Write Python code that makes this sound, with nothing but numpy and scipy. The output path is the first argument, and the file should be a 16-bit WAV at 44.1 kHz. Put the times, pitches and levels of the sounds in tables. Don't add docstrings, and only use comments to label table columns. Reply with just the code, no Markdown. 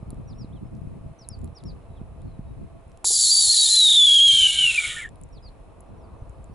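import sys
import numpy as np
from scipy import signal
from scipy.fft import rfft, irfft
from scipy.io import wavfile
from scipy.ndimage import uniform_filter1d, minimum_filter1d

SR = 44100
rng = np.random.default_rng(int(sys.argv[2]) if len(sys.argv) > 2 else 0)


def volts(x):
    e = np.asarray(x, float) / 20
    return 10 ** e


def dump_mix(stems):
    frames = np.atleast_2d(stems).T
    limited = np.clip(frames, -1, 1)
    pcm = np.round(limited * 32767).astype(np.int16)
    wavfile.write(sys.argv[1], SR, pcm)


N = 288546
T = np.arange(N) / SR


def unit(x):
    return x / np.sqrt(np.mean(x ** 2))


def colour(x, table):
    hz, db = np.transpose(table)
    f = np.maximum(np.arange(N // 2 + 1) * SR / N, 1)
    curve_db = np.interp(np.log(f), np.log(hz), db, left=-90, right=-90)
    return irfft(rfft(x) * volts(curve_db), N)


def walk(rate_hz):
    k = max(int(SR / rate_hz), 1)
    noise = rng.standard_normal(N)
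    return unit(uniform_filter1d(uniform_filter1d(noise, k), k))


def read(rows, fade_s=0.0036):
    s, *columns = np.transpose(rows)
    gate = np.clip(np.minimum(T - s[0], s[-1] - T) / fade_s + .5, 0, 1)
    return [np.interp(T, s, c) for c in columns] + [gate]


def ring(hz, width_hz):
    carrier = np.exp(2j * np.pi * np.cumsum(hz) / SR)
    return np.real(carrier * (walk(width_hz) + 1j * walk(width_hz)))


def pan(x, left_minus_right_db):
    half_db = left_minus_right_db / 2 + 0 * T
    return x * volts(np.array([half_db, -half_db]))


def stretch(s, length_s, from_hz, to_hz, fade_s=0.007):
    at = slice(int((s - fade_s) * SR), int((s + length_s + fade_s) * SR))
    gone = (T[at] - s) / length_s
    gate = np.clip(np.minimum(gone, 1 - gone) * length_s / fade_s + .5, 0, 1)
    gone = np.clip(gone, 0, 1)
    return at, gone, from_hz + (to_hz - from_hz) * gone, gate


def leaves(x, t60_s, db):
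    t = T[:int(t60_s * SR)]
    tail = rng.standard_normal((2, len(t))) * np.exp(-np.log(1000) * t / t60_s)
    tail = tail / np.sqrt(np.sum(tail ** 2, axis=1, keepdims=True))
    return x + volts(db) * signal.fftconvolve(x[None], tail, axes=1)[:, :N]


def bed(table, side_db):
    mid, side = (colour(rng.standard_normal(N), table) * volts(0.31 * walk(6.8)) for _ in range(2))
    return unit(mid + volts(side_db) * side * np.array([[1], [-1]]))


# t/s, buffet level/dB, deep bass re buffet/dB
WIND_CURVE = [(0.0, -38, 0.5), (.55, -35, -6.5), (.9, -32, -12), (1.07, -34.5, -7.5), (1.18, -53.5, 0.5),
              (1.42, -34, 0), (1.58, -44, -4.5), (1.69, -26.5, -8), (1.8, -42.5, -2), (2.04, -40, 2),
              (2.55, -35.5, 1), (2.8, -46, 0), (3.35, -54, 3.5), (4.43, -42.5, -1.5), (4.87, -51.5, 7),
              (5.32, -43, 1), (5.75, -48.5, 4), (6.3, -47, 5)]
# f/Hz, level/dB per Hz
GUST_SPECTRUM = [(8.8, -46.5), (15, -9.5), (38, 2), (113, -0.5), (207, -8.5), (383, -20.5), (600, -38.5),
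                 (780, -58), (1320, -120)]


def wind():
    db, deep_db, _ = read(WIND_CURVE)
    out, puffs = 0, np.clip(walk(34), -2.5, 2.1)
    bands = [(15, 60, .85, 1.5), (60, 95, .55, 2.5), (95, 130, .4, 3), (130, 220, .05, 4), (220, 600, -.7, 5)]
    for lo, hi, alike, lump_db in bands:
        band = [(lo * 0.89, -40), (lo, 0), (hi, 0), (hi * 0.99, -40)]

        def gusts():
            noise = colour(colour(rng.standard_normal(N), GUST_SPECTRUM), band)
            return noise * volts(lump_db * puffs + 1.2 * walk(5))

        mid, side = gusts(), gusts()
        deep = volts(deep_db * np.clip((150 - hi) / 90, 0, 1))
        opposed = side * np.array([[1], [-1]])
        out = out + deep * (np.sqrt(1 + alike) * mid + np.sqrt(1 - alike) * opposed)
    return unit(out) * volts(db + 0.5)


# f/Hz, level/dB per Hz
TRAFFIC_SPECTRUM = [(150, -31.5), (250, -13.5), (492, -12.5), (552, -12.5), (590, -16), (668, -11.5),
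                    (726, -16), (1160, -20), (1800, -42), (2340, -68.5), (3960, -120)]
# f/Hz, level/dB per Hz
AIR_SPECTRUM = [(760, -29.5), (1300, -5.5), (2050, -7), (2570, -7.5), (2760, -11.5), (2970, -11),
                (3310, -15), (4160, -14.5), (4770, -22), (5170, -16.5), (5720, -23), (6150, -20.5),
                (7370, -19.5), (10600, -14), (11400, -25), (14800, -53.5), (22000, -120)]
# t/s, half length/s, level/dB
CARS = [
    (0.1, 0.35, 2.5),
    (1.732, 0.49, 1.5),
    (6.1, 0.34, 4.5),
]
TRAFFIC_DB, AIR_DB = -55, -67.5
HUM_HZ, HUM_DB = 660, -66


def town():
    db = TRAFFIC_DB + sum(swell_db * np.exp(-((T - s) / half_s) ** 2) for s, half_s, swell_db in CARS)
    hum = volts(HUM_DB + 2.5 + 1.8 * walk(12)) * ring(HUM_HZ + 0 * T, 45)
    hum = hum * np.clip((3.1 - T) / .1, .4, 1)
    rustle = volts(db - 32.0 + 2.2 * walk(6)) * ring(3300 + 500 * walk(1.5), 1600)
    whine = volts(-81.5) * ring(2580 + 0 * T, 250)
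    traffic = volts(db) * bed(TRAFFIC_SPECTRUM, side_db=-5.5)
    air = volts(AIR_DB) * bed(AIR_SPECTRUM, side_db=-1.5)
    return traffic + air + hum + whine + rustle


def bumps(rows, cycles):
    out = np.zeros((2, N))
    for s, db, hz, *side_db in rows:
        t = np.maximum(T - s, 0) * hz
        swing = np.e * t / cycles * np.exp(-t / cycles) * np.sin(2 * np.pi * t)
        out += pan(volts(db) * swing, sum(side_db))
    return out


# t/s, peak level/dB, f/Hz, left minus right/dB
THUMP_EVENTS = [(0.028, -25, 115, -2), (0.129, -26, 208, -5), (0.179, -35, 96, -9), (0.334, -55, 91, 0),
                (0.445, -25.5, 193, 0), (0.579, -46, 72.7, -0.5), (0.654, -31, 114, 14),
                (0.769, -49, 120, 12), (0.816, -32, 109, 22), (0.872, -29, 129, 18), (1.01, -32, 81.4, 5),
                (1.062, -26, 114, 2), (1.112, -33, 100, 0), (2.866, -35.5, 95, -2), (3.405, -48, 150, -3),
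                (3.435, -42, 131, 0), (3.458, -39.5, 89.8, 4), (3.478, -36.5, 78.6, -7),
                (1.215, -37, 110, 0), (1.315, -32.5, 115, 14), (1.375, -38, 78.5, 1.0),
                (1.526, -34, 102, -10), (1.61, -49, 96.9, -1.5), (1.707, -38.5, 74, -6),
                (2.014, -24.5, 146, -6), (2.161, -37, 166, 1), (2.392, -21, 137, 1), (2.45, -38, 82, -6),
                (3.041, -40, 73, -9), (3.105, -52, 334, 3), (4.414, -35.5, 73.5, -9.5),
                (6.22, -28, 73.5, -2.5), (6.297, -32.5, 72.2, 8), (6.497, -32.5, 140, -4)]


def thumps():
    return bumps(THUMP_EVENTS, cycles=0.22)


# t/s, top mode peak level/dB, low mode re top/dB, middle mode re top/dB
TICK_EVENTS = [(0.104, -31.5, -11, -13), (0.1434, -51, -1, -9), (0.751, -63, 13, -3), (0.7677, -61, 6, -8),
               (1.287, -19.5, -50, -14), (1.3892, -51, -8, -2), (1.4147, -54, 2, 0), (1.4431, -38, -12, -9),
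               (1.4554, -52, -8, -12), (1.4754, -64, 15, 4), (1.5843, -49, -1, -16), (1.637, -45, 4.5, -3),
               (2.2174, -53.5, 0, -5), (2.8794, -55, -14, -11), (2.8958, -54, -10, -12),
               (2.917, -63, 15, 1), (2.973, -49.5, 3.5, 2), (5.0894, -47, 3, 2.5), (5.157, -47.5, -4, -20),
               (5.2124, -41, -15, -15), (5.235, -42, -24, 5.5), (5.289, -57, -14, -5),
               (5.3324, -69, 9.5, -6), (5.487, -53, -6, -13), (5.805, -41, -19, -9), (6.2945, -50, -20, -1),
               (6.442, -47.5, -16, 2)]
# f/Hz, width/Hz
TICK_MODES = [(3900, 3000), (7400, 690), (10000, 1280)]


def ticks():
    out, t = np.zeros((2, N)), T[:700]
    decay = np.exp(-t / .00035) + .22 * np.exp(-t / .002)
    grain = rng.standard_normal((len(TICK_EVENTS), 3, 700))
    for (s, db, *mode_db), g in zip(TICK_EVENTS, grain):
        burst = (g[0] + .35 * g[1:]) * decay
        ringing = 0
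        for (hz, width_hz), rel_db in zip(TICK_MODES, mode_db + [0]):
            mode = signal.lfilter(*signal.iirpeak(hz, hz / width_hz, fs=SR), burst)
            mode = signal.lfilter(*signal.iirpeak(hz, hz / width_hz / 2, fs=SR), mode)
            ringing = ringing + volts(rel_db) * mode / np.abs(mode).max()
        i = int((s + .0005) * SR)
        out[:, i:i + 700] += volts(db) * ringing
    return out


# t/s, length to plunge/s, top f/Hz, plunge f/Hz, level/dB
CHIRPS = [
    (.275, .038, 6000, 4650, -59),
    (.382, .049, 5800, 4700, -53.5),
    (1.2, .027, 5720, 4950, -53.5),
    (1.548, .038, 5950, 4500, -56),
    (1.652, .05, 5680, 4550, -52.5),
    (5.322, .04, 5850, 4500, -59),
    (5.425, .06, 5200, 4150, -53.5),
]
# t/s, length/s, start f/Hz,
# end f/Hz, level/dB
ANSWERS = [(.315, .022, 4900, 3350, -64), (.433, .023, 4700, 3720, -63), (1.186, .015, 6080, 5680, -57),
           (1.229, .024, 5050, 3750, -58), (1.288, .067, 5580, 4370, -52), (1.589, .021, 4700, 3250, -61),
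           (1.702, .021, 4620, 3600, -61), (5.364, .021, 4750, 3400, -61), (5.385, .012, 3360, 3300, -67),
           (5.485, .016, 5000, 4000, -66)]
# t/s, length/s, start f/Hz, end f/Hz, level/dB
FAR_CHIRPS = [(0.52, 0.021, 2920, 3900, -69), (0.538, 0.044, 3920, 2900, -71.5),
              (2.2, 0.027, 2950, 4030, -72), (1.952, 0.045, 3920, 2920, -69), (1.89, .06, 3940, 3870, -79),
              (2.23, 0.094, 4500, 4050, -77), (2.29, 0.098, 4100, 3800, -80),
              (2.44, 0.085, 3820, 3845, -79), (4.8, 0.14, 4850, 4120, -77), (5, 0.083, 4135, 3960, -80),
              (6, 0.016, 3750, 3390, -79.5), (5.588, 0.032, 3300, 3330, -81),
              (5.975, 0.027, 5800, 5800, -80), (6, 0.029, 5800, 4950, -78), (6.03, .036, 4950, 4330, -76),
              (6.16, 0.063, 6130, 6000, -83.5), (5.875, 0.018, 6100, 5500, -82),
              (.335, .045, 5250, 5400, -80), (.645, .035, 5230, 5250, -79), (0.545, .04, 4350, 3700, -78),
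              (1.955, 0.044, 4000, 3650, -75), (6.45, 0.095, 4570, 4550, -83.5),
              (6.533, .02, 5870, 5500, -70)]
HOOK_HZ, HOOK_S = 350, .004
PLUNGE_HZ_PER_S, PLUNGE_S, PLUNGE_DB = 160000, .007, -14
CHIRP_BEND = 1.3
CHIRP_PEAK, CHIRP_EDGE_DB = 0.62, -3.5


def birds():
    out, waver = np.zeros(N), walk(87)
    for rows, near, leads in ((CHIRPS, 1, 1), (ANSWERS, 1, 0), (FAR_CHIRPS, 0, 0)):
        bend, waver_db = (CHIRP_BEND, 2.2) if near else (1, 3)
        for s, length_s, from_hz, to_hz, top_db in rows:
            at, _, _, gate = stretch(s, length_s + leads * PLUNGE_S, from_hz, to_hz, fade_s=.005)
            since = np.maximum(T[at] - s, 0)
            gone = np.minimum(since / length_s, 1)
            late = leads * np.maximum(since - length_s, 0)
            hz = from_hz + (to_hz - from_hz) * gone ** bend
            hz = hz - leads * HOOK_HZ * np.exp(-since / HOOK_S) - PLUNGE_HZ_PER_S * late
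            edge = (gone - CHIRP_PEAK) / (1 - CHIRP_PEAK)
            db = top_db + CHIRP_EDGE_DB * edge ** 2 + PLUNGE_DB * late / PLUNGE_S
            phase = 2 * np.pi * np.cumsum(hz) / SR
            tone = np.sin(phase) + volts(-32) * np.sin(2 * phase)
            out[at] += np.sqrt(2) * volts(db + waver_db * waver[at]) * gate * tone
    return out


# t/s, peak level/dB, f/Hz
KNOCK_EVENTS = [(3.0408, -47, 1260), (3.0435, -24.5, 894), (3.0435, -38, 385), (3.044, -32.5, 2360),
                (3.044, -44, 1920), (3.061, -42, 480), (3.061, -43, 900), (3.1055, -36, 426),
                (3.106, -37.5, 744), (3.114, -40, 442), (3.1155, -42, 780), (3.129, -44, 710)]


def knocks():
    return bumps(KNOCK_EVENTS, cycles=0.93)


BEAK_OPENS_S = 3.0432
DUCK_DB, DUCK_HOLD_S, DUCK_RELEASE_S = -2.5, 0.82, 0.67


def duck():
    since = T - BEAK_OPENS_S
    attack = np.clip(since / .04, 0, 1)
    release = np.clip(1 - (since - DUCK_HOLD_S) / DUCK_RELEASE_S, 0, 1)
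    return volts(DUCK_DB * attack * release)


CAVITY_BUILD_S, CAVITY_SHUTS = .35, 1.33


def sounding(ratio):
    build = np.clip((T - BEAK_OPENS_S) / CAVITY_BUILD_S, .2, 1)
    return build * np.clip((ratio - CAVITY_SHUTS) / 0.079, .08, 1)


# t/s, beak hiss level/dB, throat resonance f/Hz
BREATH_CURVE = [
    (3.04, -35.5, 4145),
    (3.055, -22, 4200),
    (3.19, -17.5, 4222),
    (3.75, -20, 3920),
    (4.03, -28, 3666),
    (4.36, -27.5, 3427),
    (4.9, -37, 2840),
    (5.03, -50, 2674),
    (5.085, -68.5, 2565),
]
# f/Hz, level/dB per Hz
HISS_SPECTRUM = [(2880, -38), (4900, -9.5), (5000, -17), (5370, -10), (5990, -14), (6660, -5), (7300, -1),
                 (7670, -2.5), (8380, -9.5), (9300, -7), (10500, -7), (11000, -11), (11200, -38.5),
                 (11400, -30), (14800, -45), (22000, -120)]
# f/Hz, level/dB
RASP_MOUTH = [(500, -33.5), (1200, -21.5), (1900, -2), (2400, -8), (3300, -2), (4200, 4.5), (4400, -5.5),
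              (4750, 11.5), (4950, -21.5), (5400, -18.5), (6500, -47.5)]
# start f/Hz, sink/Hz per Hz of throat, width/Hz, level re hiss/dB, gain/dB per kHz of throat
CAVITIES = [(1878, .31, 110, -39.5, 20.5), (2389, 0.12, 170, -45.5, 40.5), (1485, 0.14, 218, -77, 45.5),
            (814, 0.018, 370, -38.5, 6.5)]
THROAT_OPEN_HZ = 4200
RASP_DB, RASP_DB_PER_KHZ = -11.5, 15
UPPER_HZ, UPPER_SINK, UPPER_WIDTH_HZ, UPPER_DB, UPPER_DB_PER_KHZ = 10280, 1.35, 1500, -3, 3


def breath():
    hiss_db, throat_hz, gate = read(BREATH_CURVE, fade_s=0.0019)
    sunk_hz = THROAT_OPEN_HZ - throat_hz
    sunk_khz = sunk_hz / 1000
    bursts = volts(2.2 * walk(800) + .7 * walk(200) + .4 * walk(25))
    hiss = unit(bursts * colour(rng.standard_normal(N), HISS_SPECTRUM))
    rasp = unit(colour(ring(throat_hz, 1900) * volts(1.1 * walk(29)), RASP_MOUTH))
    rasp = volts(RASP_DB + RASP_DB_PER_KHZ * sunk_khz) * rasp
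    palate = volts(-19.0) * ring(4580 + 0 * T, 990)
    broad = volts(-40) * ring(2000 + 0 * T, 2500)
    lows = 0
    for start_hz, follow, width_hz, db, db_per_khz in CAVITIES:
        hz = start_hz - follow * sunk_hz
        level = volts(db + db_per_khz * sunk_khz + 1.2 * walk(35))
        lows = lows + level * ring(hz, width_hz) * sounding(throat_hz / hz)
    upper = ring(UPPER_HZ - UPPER_SINK * sunk_hz, UPPER_WIDTH_HZ) / 2
    upper = volts(UPPER_DB + UPPER_DB_PER_KHZ * sunk_khz) * upper
    voice = hiss + upper + rasp + palate + broad + lows
    return gate * (T > BEAK_OPENS_S) * volts(hiss_db) * voice


# t/s, length/s, start f/Hz, end f/Hz, level/dB
WHISTLE_NOTES = [(3.072, 0.023, 4610, 4640, -24), (3.128, 0.027, 4870, 4740, -22),
                 (3.16, 0.012, 4700, 4620, -16), (3.195, 0.045, 4640, 4530, -18.5),
                 (3.235, 0.027, 4500, 4290, -20.5), (3.262, 0.048, 4270, 4270, -19.5),
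                 (3.307, 0.049, 4680, 4620, -13), (3.342, 0.015, 4670, 4450, -14),
                 (3.365, 0.038, 4590, 4670, -12.5), (3.4, 0.044, 4620, 4440, -18.5),
                 (3.442, 0.02, 4340, 4400, -17.5), (3.472, 0.036, 4340, 4070, -19.5),
                 (3.496, 0.023, 4290, 4280, -11), (3.518, 0.016, 4610, 4630, -17),
                 (3.536, 0.046, 4330, 4000, -18), (3.566, .012, 4500, 4560, -21),
                 (3.582, 0.044, 4420, 4560, -15), (3.64, .028, 4200, 4290, -17.5),
                 (3.696, 0.036, 4150, 4034, -14.5), (3.724, 0.037, 4160, 4070, -14.5),
                 (3.766, 0.061, 4094, 3880, -10), (3.822, 0.033, 3910, 3800, -10.5),
                 (3.854, .03, 3700, 3760, -11), (3.895, .02, 3730, 3860, -12.5),
                 (3.915, 0.01, 3630, 3585, -9), (3.93, 0.041, 3840, 3600, -13),
                 (3.968, .062, 3580, 3424, -8), (4.03, 0.032, 3454, 3483, -8.5),
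                 (4.066, .04, 3355, 3312, -10.5), (4.106, 0.074, 3334, 3283, -8.5),
                 (4.184, 0.018, 3170, 3190, -12), (4.2, 0.075, 3270, 3300, -6),
                 (4.278, 0.04, 3237, 3123, -8.5), (4.318, 0.096, 3247, 3077, -12),
                 (4.412, 0.065, 3080, 2995, -11), (4.48, 0.03, 2960, 2830, -18.5),
                 (4.505, 0.089, 3000, 3040, -23), (4.585, 0.085, 3066, 2848, -16),
                 (4.66, 0.057, 2825, 2660, -16.5)]
# t/s, length/s, start f/Hz, end
# f/Hz, level/dB
STRAND_NOTES = [(3.255, 0.024, 3870, 3865, -26), (3.288, 0.026, 3850, 4000, -29),
                (3.41, 0.026, 3830, 3820, -24), (3.524, 0.023, 4070, 4130, -17.5),
                (3.574, 0.042, 3920, 3970, -18), (3.61, 0.039, 3850, 3850, -16),
                (3.656, 0.036, 3690, 3700, -20), (3.747, 0.025, 3450, 3500, -25),
                (3.884, 0.011, 3600, 3600, -9), (3.903, .066, 3470, 3370, -19),
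                (4.74, .03, 2620, 2560, -17), (4.777, 0.017, 2360, 2375, -13.5),
                (4.797, .016, 2330, 2280, -21.5), (4.813, .018, 2270, 2320, -31.5),
                (4.724, .02, 2720, 2656, -28), (4.834, .03, 2290, 2150, -23),
                (4.867, 0.046, 2315, 2240, -34.5), (4.907, .04, 1910, 1880, -37.5),
                (4.964, .024, 1840, 1800, -30.5), (4.993, 0.017, 1755, 1730, -36.5),
                (4.988, 0.019, 2300, 2300, -33.5), (5.013, .026, 2170, 1960, -29),
                (5.039, .024, 1920, 1760, -29.5), (5.067, .018, 1790, 1770, -44)]
OVERTONES = [(2, -27), (3, -35)]
# t/s, roughness/0-1
HOARSE_CURVE = [(3.29, .55), (3.31, .28), (3.43, .3), (3.47, .6), (3.5, .3), (3.54, .65), (3.585, .4),
                (3.63, .4), (3.68, .7), (3.72, .35), (3.76, .33), (3.86, .35), (3.9, .5), (3.96, .55),
                (3.97, .25), (4.17, .35), (4.22, .2), (4.31, .2), (4.34, .4), (4.55, .6), (4.75, .5),
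                (4.775, .12), (4.8, .15), (4.82, .65), (4.95, .6), (4.97, .4), (5.06, .5)]
RISE_DB = 1


def whistle():
    skirt = walk(1100) + 1j * walk(870)
    rough = read(HOARSE_CURVE)[0]
    out = np.zeros(N)
    for notes in (WHISTLE_NOTES, STRAND_NOTES):
        wobble = walk(200) + .1 * walk(45)
        flutter = walk(400) + 1j * walk(400)
        shape = 1 - 0.72 * rough + 0.588 * rough * flutter + volts(-21.5) * skirt
        for s, length_s, from_hz, to_hz, top_db in notes:
            at, gone, hz, gate = stretch(s, length_s, from_hz, to_hz)
            db = top_db + RISE_DB * (gone ** 2 - .5)
            hz = hz * (1 + .012 * (rough * wobble)[at])
            turn = np.exp(2j * np.pi * np.cumsum(hz) / SR)
            tone = turn + sum(volts(d + .8 * (db + 14.5)) * turn ** round(k) for k, d in OVERTONES)
            out[at] += np.sqrt(2) * volts(db) * gate * (tone * shape[at]).real
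    return out


# f/Hz, width/Hz
SHELL_NOTCHES = [(2050, 200), (2600, 150), (4920, 250), (8120, 550)]


def shell(x, depth):
    for hz, width_hz in SHELL_NOTCHES:
        x = x - depth * signal.lfilter(*signal.iirpeak(hz, hz / width_hz, fs=SR), x)
    return x


# f/Hz, level/dB
PORT_SPREAD = [(500, 0), (3000, 0), (5000, -2), (7500, -5.5), (10500, 4), (21000, 1.5)]


def spread(x):
    mid, side = (x[0] + x[1]) / 2, colour((x[0] - x[1]) / 2, PORT_SPREAD)
    return np.array([mid + side, mid - side])


# f/Hz, level/dB
WHISTLE_RANGE = [(900, -40), (1650, 0), (21000, 0)]


def scene():
    background = duck() * (wind() + town())
    camera = ticks() + knocks()
    chirps = leaves(birds(), t60_s=.13, db=-9)
    air = leaves(breath(), t60_s=.12, db=-14)
    voice = leaves(colour(whistle(), WHISTLE_RANGE), t60_s=.12, db=-22)
    scream = spread(shell(voice + air, depth=0.62))
    return background + thumps() + camera + chirps + scream


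def low_pass(x):
    return signal.sosfilt(signal.butter(12, 12010, fs=SR, output="sos"), x)


LIMIT_DB, TOP_HZ = -6.5, 11080


def record(dry):
    peak = -minimum_filter1d(-np.abs(dry).max(axis=0), size=180)
    gain = uniform_filter1d(np.minimum(1, volts(LIMIT_DB) / (peak + 1e-9)), size=180)
    lowpass = signal.ellip(10, .3, 70, TOP_HZ, fs=SR, output="sos")
    mix = signal.sosfilt(lowpass, dry * gain)
    return low_pass(mix)


dry = scene()
out = record(dry)
dump_mix(out)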